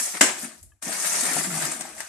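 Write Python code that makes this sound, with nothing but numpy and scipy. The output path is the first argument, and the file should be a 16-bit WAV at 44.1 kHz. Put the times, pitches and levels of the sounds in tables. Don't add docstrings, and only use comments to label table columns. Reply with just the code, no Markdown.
import sys
import numpy as np
from scipy import signal
from scipy.fft import rfft, irfft
from scipy.io import wavfile
from scipy.ndimage import uniform_filter1d

SR = 44100
rng = np.random.default_rng(int(sys.argv[2]) if len(sys.argv) > 2 else 0)


def int16_out(signal):
    q = np.round(np.clip(np.atleast_2d(signal).T, -1, 1) * 32767)
    wavfile.write(sys.argv[1], SR, q.astype(np.int16))


N = 91728
T = np.arange(N) / SR
HZ = np.fft.rfftfreq(N, 1 / SR)
BASS_HZ = 500

# freq_hz, relative_db_per_hz
SHEET_COLOUR = [(59, -52.5), (100, -20), (151, 3), (307, 0), (386, -11.5), (428, -8.5), (516, -11),
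                (648, -1.5), (1040, -9), (1830, -3.5), (3270, -11), (8690, 1), (14300, -21.5)]


def amp(db):
    return 10 ** (np.asarray(db) / 20)


def evened(x):
    return x / np.sqrt(np.mean(x ** 2) + 1e-20)


def read(points, hz):
    f, value = np.transpose(points)
    return np.interp(np.log(hz + 1), np.log(f + 1), value)


def struck(start_s, rise_s, t60_s):
    since_s = np.maximum(T - start_s, 0)
    return np.minimum(since_s / rise_s, 1) * amp(-60 * since_s / t60_s)


def ports(pair, gain):
    # freq_hz, likeness_0_to_1
    likeness = [(60, 0.4), (150, 1), (380, 0.79), (940, 0.35), (2350, 0.27), (5870, 0), (14700, 0.46)]
    # freq_hz, difference_db
    side_tilt = [(60, -2), (92, 4), (140, 0), (210, 7), (330, 2.5), (500, 3), (760, 1), (1160, 7.5),
                 (1770, 5), (2700, 1.5), (4130, 1.5), (6300, -2), (9620, 10), (14700, 14.5)]
    a, b = rfft(pair) * gain
    same = np.clip(read(likeness, HZ), -1, 1)
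    tilt = amp(read(side_tilt, HZ) / 2)
    left = a * tilt
    right = (same * a + np.sqrt(1 - same ** 2) * b) / tilt
    return irfft([left, right], N)


def walls():
    echo_t60_s, echo_db, first_echo_s = 0.15, 2.25, .002
    t = T[:12000]
    tail = rng.standard_normal((2, 12000)) * amp(-60 * t / echo_t60_s) * (t > first_echo_s)
    return 1 + amp(echo_db) * rfft(tail / np.linalg.norm(tail[0]), N)


def rustle():
    # time_s, treble_db, middle_db, bass_db
    band_levels = [
        [(0.0, -22.5, -30.5, -85), (0.014, -25, -38, -54), (0.05, -23.5, -40.5, -73),
         (0.078, -28.5, -35.5, -49), (0.098, -27, -40.5, -60), (0.132, -32, -41.5, -59),
         (0.15, -36, -30.5, -38), (0.162, -31, -38.5, -48), (0.172, -33.5, -28.5, -57), (0.19, -38.5, -40, -67),
         (0.2, -35, -42.5, -48.5)],
        [(0.3, -51, -27.5, -44), (0.318, -49, -40, -50), (0.35, -46, -42, -52), (0.384, -34, -40, -56),
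         (0.416, -35, -46, -51), (0.432, -29.5, -42, -48), (0.448, -38.5, -37, -43.5),
         (0.49, -42.5, -48.5, -56), (0.512, -48.5, -49.5, -57.5), (0.596, -54, -64, -64),
         (0.62, -59.5, -70, -79)],
        [(0.64, -56, -85, -62), (0.65, -57.5, -80, -75)],
        [(0.75, -82.5, -79.5, -77.5), (0.812, -83, -83, -101)],
        [(0.826, -31.5, -37, -61), (0.832, -36, -43, -54.5), (0.868, -37, -42, -40.5),
         (0.936, -32.5, -36.5, -48), (1.034, -26, -38, -48.5), (1.048, -26, -30, -57), (1.07, -22.5, -34, -49),
         (1.192, -23, -28, -39), (1.214, -23.5, -38.5, -43), (1.226, -23.5, -33.5, -43),
         (1.254, -29.5, -29, -37), (1.298, -25.5, -30.5, -41.5), (1.378, -23.5, -29.5, -31),
         (1.4, -23, -31, -41)],
        [(1.42, -27, -36, -35.5), (1.436, -25.5, -39, -52), (1.446, -27, -29.5, -44), (1.49, -30, -40, -41.5),
         (1.65, -29, -30, -45), (1.696, -35.5, -38.5, -39), (1.716, -33, -38, -47), (1.792, -41, -44, -51),
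         (1.814, -42, -38.5, -47), (1.828, -46.5, -43.5, -50.5), (1.966, -46, -51, -60.5),
         (2.004, -38, -43.5, -59), (2.032, -46, -47, -64), (2.08, -46.5, -48, -70)],
    ]
    treble_hz, low_cut_hz = 4000, 163.0
    crackle_db, patch_db, flicker_db = -1.5, 0.5, 0.5
    shifts_per_s = 0.881

    drive = rng.standard_normal((2, N)) + amp(crackle_db) * crackles()
    z = signal.stft(drive, nperseg=256, noverlap=192)[2]
    patches = rng.standard_normal(z.shape[:0:-1])
    patches = uniform_filter1d(uniform_filter1d(patches, 30, 0), 6, 1)
    patches = evened(patches).T
    flicker = evened(uniform_filter1d(rng.standard_normal(z.shape[2]), 14))
    z = z * amp(patch_db * patches + flicker_db * flicker)
    drive = signal.istft(z, nperseg=256, noverlap=192)[1][:, :N]

    echoed = np.zeros((2, N))
    for k in range(3):
        weight = np.cos(np.pi * (shifts_per_s * T + k / 3))
        echoed += irfft(rfft(drive * weight) * walls(), N)

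    bass = 1 / (1 + (HZ / BASS_HZ) ** 4)
    treble = 1 - 1 / (1 + (HZ / treble_hz) ** 4)
    low_cut = HZ ** 4 / (HZ ** 4 + low_cut_hz ** 4)
    bands = treble, 1 - treble - bass, bass * low_cut
    time_s, *levels_db = np.vstack(band_levels).T
    colour = amp(read(SHEET_COLOUR, HZ))
    out = np.zeros((2, N))
    for band, level_db in zip(bands, levels_db):
        out += evened(ports(echoed, colour * band)) * amp(np.interp(T, time_s, level_db))
    return out


def crackles():
    rate_per_s, spread_db, cycles_to_60_db_down = 700, 3, 22.8
    size = amp(spread_db * np.minimum(rng.exponential(1, (2, N)), 2.5))
    size = size * (rng.random((2, N)) < rate_per_s / SR)
    kind = rng.integers(0, 40, (2, N))
    t, out = T[None, :3000], np.zeros((2, N))
    for k, hz in enumerate(np.geomspace(300, 12000, 40)):
        ring = hz * amp(-60 * t * hz / cycles_to_60_db_down) * np.sin(2 * np.pi * hz * t)
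        out += signal.oaconvolve(size * (kind == k), ring, axes=1)[:, :N]
    return evened(out)


def snap():
    # freq_hz, relative_db_per_hz
    snap_colour = [(59, -40.5), (100, -50), (244, -8.5), (428, -8), (505, -14.5), (596, -7.5), (942, -8.5),
                   (1070, -9), (1180, -15.5), (1550, -5.5), (2120, -7), (2610, -9.5), (3790, -12.5),
                   (4470, -14), (6230, -8), (7830, -3), (14300, -36)]
    # pitch_hz, level_db (before the side gains), t60_s
    fold_modes = [(636, -23.5, .1), (823, -19, .1), (1514, -20.5, 0.14), (1705, -25, 0.074),
                  (2030, -18, 0.12), (2402, -25, 0.072)]
    start_s, rise_s, room_t60_s, noise_db = .2085, 0.0035, .36, -11
    crack_s, crack_db = .011, 5.5

    noise = evened(ports(rng.standard_normal((2, N)), amp(read(snap_colour, HZ)) * walls()))
    since_s = np.maximum(T - start_s, 0)
    crack = 1 + (amp(crack_db) - 1) / (1 + (since_s / crack_s) ** 4)
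    rings = np.zeros(N)
    for hz, db, t60_s in fold_modes:
        rings += amp(db) * struck(start_s, rise_s, t60_s) * np.sin(2 * np.pi * hz * (T - start_s))
    side_gain = amp([[2.5], [-2.5]])
    return rings * side_gain + amp(noise_db) * noise * crack * struck(start_s, rise_s, room_t60_s)


def creases():
    # start_s, level_db (before trim_db), ring_pitch_hz, t60_s, ring_over_burst_db
    folds = [(.1498, -20, 2110, .033, -1), (.1706, -26, 8800, .034, -1), (.4424, -28, 9100, 0.077, 6),
             (0.6283, -46.5, 7500, 0.026, 13.5), (0.6288, -45.5, 10600, .03, 14),
             (.8774, -22.5, 6420, 0.034, -1.5), (.9188, -22, 1560, .047, -1),
             (.9265, -21.5, 4470, .03, 2.5), (1.0447, -18, 1700, 0.073, -5), (1.2085, -9, 8420, 0.041, -10),
             (1.2328, -14.5, 8200, 0.05, -7), (1.2527, -10, 8000, 0.026, -16),
             (1.2638, -7.5, 8210, 0.017, -22), (1.3318, -15, 8950, 0.08, -17),
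             (1.3662, -16.5, 780, 0.039, 2.5), (1.3817, -15, 8600, .016, -2.5),
             (1.4448, -23, 8870, .05, -14), (1.5053, -26, 1410, 0.021, 9), (1.5516, -16, 784, 0.032, -2),
             (1.621, -16.5, 8450, 0.034, -2), (1.6524, -17.5, 7850, .03, 1.5), (1.718, -20, 7700, 0.028, 4),
             (1.8081, -18, 7500, .04, -3), (1.852, -32.5, 800, 0.023, 9.5), (1.9796, -31.5, 1920, .045, -1),
             (2.004, -12, 1700, 0.019, -8)]
    trim_db, rise_s = -11, .001
    ring_half_width = 0.092
    tail_db, tail_rise_s, tail_t60_s = -15, 0.0053, .35

    noise = rng.standard_normal((2, N))
    burst = evened(ports(noise, amp(read(SHEET_COLOUR, HZ)) * (HZ > BASS_HZ)))
    tail_gain = amp(tail_db)
    out = np.zeros((2, N))
    for start_s, db, hz, t60_s, ring_db in folds:
        resonance = 1 / (1 + ((HZ - hz) / (ring_half_width * hz)) ** 2)
        ring = evened(ports(noise, resonance))
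        envelope = struck(start_s, rise_s, t60_s)
        envelope = envelope + tail_gain * struck(start_s, tail_rise_s, tail_t60_s)
        out += amp(db + trim_db) * (burst + amp(ring_db) * ring) * envelope
    return out


def thumps():
    # start_s, level_db (before side gains and rise), pitch_hz, t60_s
    flops = [(.008, -37.5, 240, 0.089), (0.141, -43, 250, .06), (.152, -36, 315, .06),
             (.21, -23, 247, 0.07), (.226, -14.5, 293, 0.068), (.43, -31.5, 235, 0.084),
             (.447, -27.5, 243, 0.04), (.468, -35.5, 227.7, 0.087), (.868, -28, 230, 0.049),
             (1.226, -27, 255, 0.078), (1.313, -28, 260, .1), (1.358, -42, 300, 0.064),
             (1.358, -28.5, 159, 0.21), (1.378, -31, 216.4, 0.13), (1.656, -33, 320, 0.072)]
    out = np.zeros(N)
    for start_s, db, hz, t60_s in flops:
        envelope = struck(start_s, 0.005, t60_s)
        out += amp(db) * envelope * np.sin(2 * np.pi * hz * (T - start_s))
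    return out


def wobble():
    # time_s, pitch_hz, level_db (fundamental rms, before side gains)
    glide = [(1.455, 175, -52), (1.477, 189.5, -33), (1.499, 180.6, -38), (1.531, 161, -35.5),
             (1.575, 163, -35.5), (1.591, 169.4, -61), (1.641, 152.3, -35.5), (1.697, 154, -63.5),
             (1.7, 151, -72)]
    time_s, hz, db = np.transpose(glide)
    phase = 2 * np.pi * np.cumsum(np.interp(T, time_s, hz)) / SR
    gate = uniform_filter1d(1. * ((T > time_s[0]) & (T < time_s[-1])), 400)
    tone = np.sin(phase) + amp(-19) * np.sin(2 * phase)
    return np.sqrt(2) * gate * amp(np.interp(T, time_s, db)) * tone


def tick():
    # pitch_hz, level_db (relative to tap_db), t60_s
    tap_modes = [(1180, -8, .05), (1700, 0, .05), (2600, -8, .04), (3100, -11, .05)]
    start_s, tap_db = .7185, -53
    out = np.zeros(N)
    for hz, db, t60_s in tap_modes:
        out += amp(tap_db + db) * struck(start_s, 0.0027, t60_s) * np.sin(2 * np.pi * hz * T)
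    return out


def rumble():
    # time_s, level_db
    rumble_level = [(0.0, -65), (0.17, -88), (0.22, -57), (0.27, -62.5), (0.56, -78), (0.58, -65.5),
                    (0.66, -50), (0.8, -73.5), (0.82, -66.5), (1.07, -76), (1.21, -64), (1.26, -78),
                    (1.39, -65), (1.73, -70), (1.75, -62), (1.82, -73.5), (2.02, -62.5), (2.08, -73)]
    # freq_hz, relative_db_per_hz
    rumble_colour = [(12, -66), (20, -36), (27, -30), (52, -4.5), (64, -1.5), (81, 1), (113, -10),
                     (130, -13), (170, -43), (290, -120)]
    low_pass = 1 / (1 + (HZ / 130) ** 8)
    low = ports(rng.standard_normal((2, N)), amp(read(rumble_colour, HZ)) * low_pass)
    return evened(low) * amp(np.interp(T, *np.transpose(rumble_level)))


def scene():
    mic_hz = 106
    side_gain = amp([[1.5], [-1.5]])
    near = rustle() + snap() + creases() + (thumps() + tick() + wobble()) * side_gain
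    high_pass = signal.butter(3, mic_hz, "high", fs=SR, output="sos")
    return signal.sosfilt(high_pass, near) + rumble()


def record(dry):
    edge_hz = 14250
    rounded = np.tanh(dry ** 3 / 3 + dry)
    low_pass = signal.firwin(511, edge_hz, window=("kaiser", 9), fs=SR)
    return signal.oaconvolve(rounded, low_pass[None], "same", axes=1)


dry = scene()
out = record(dry)
int16_out(out)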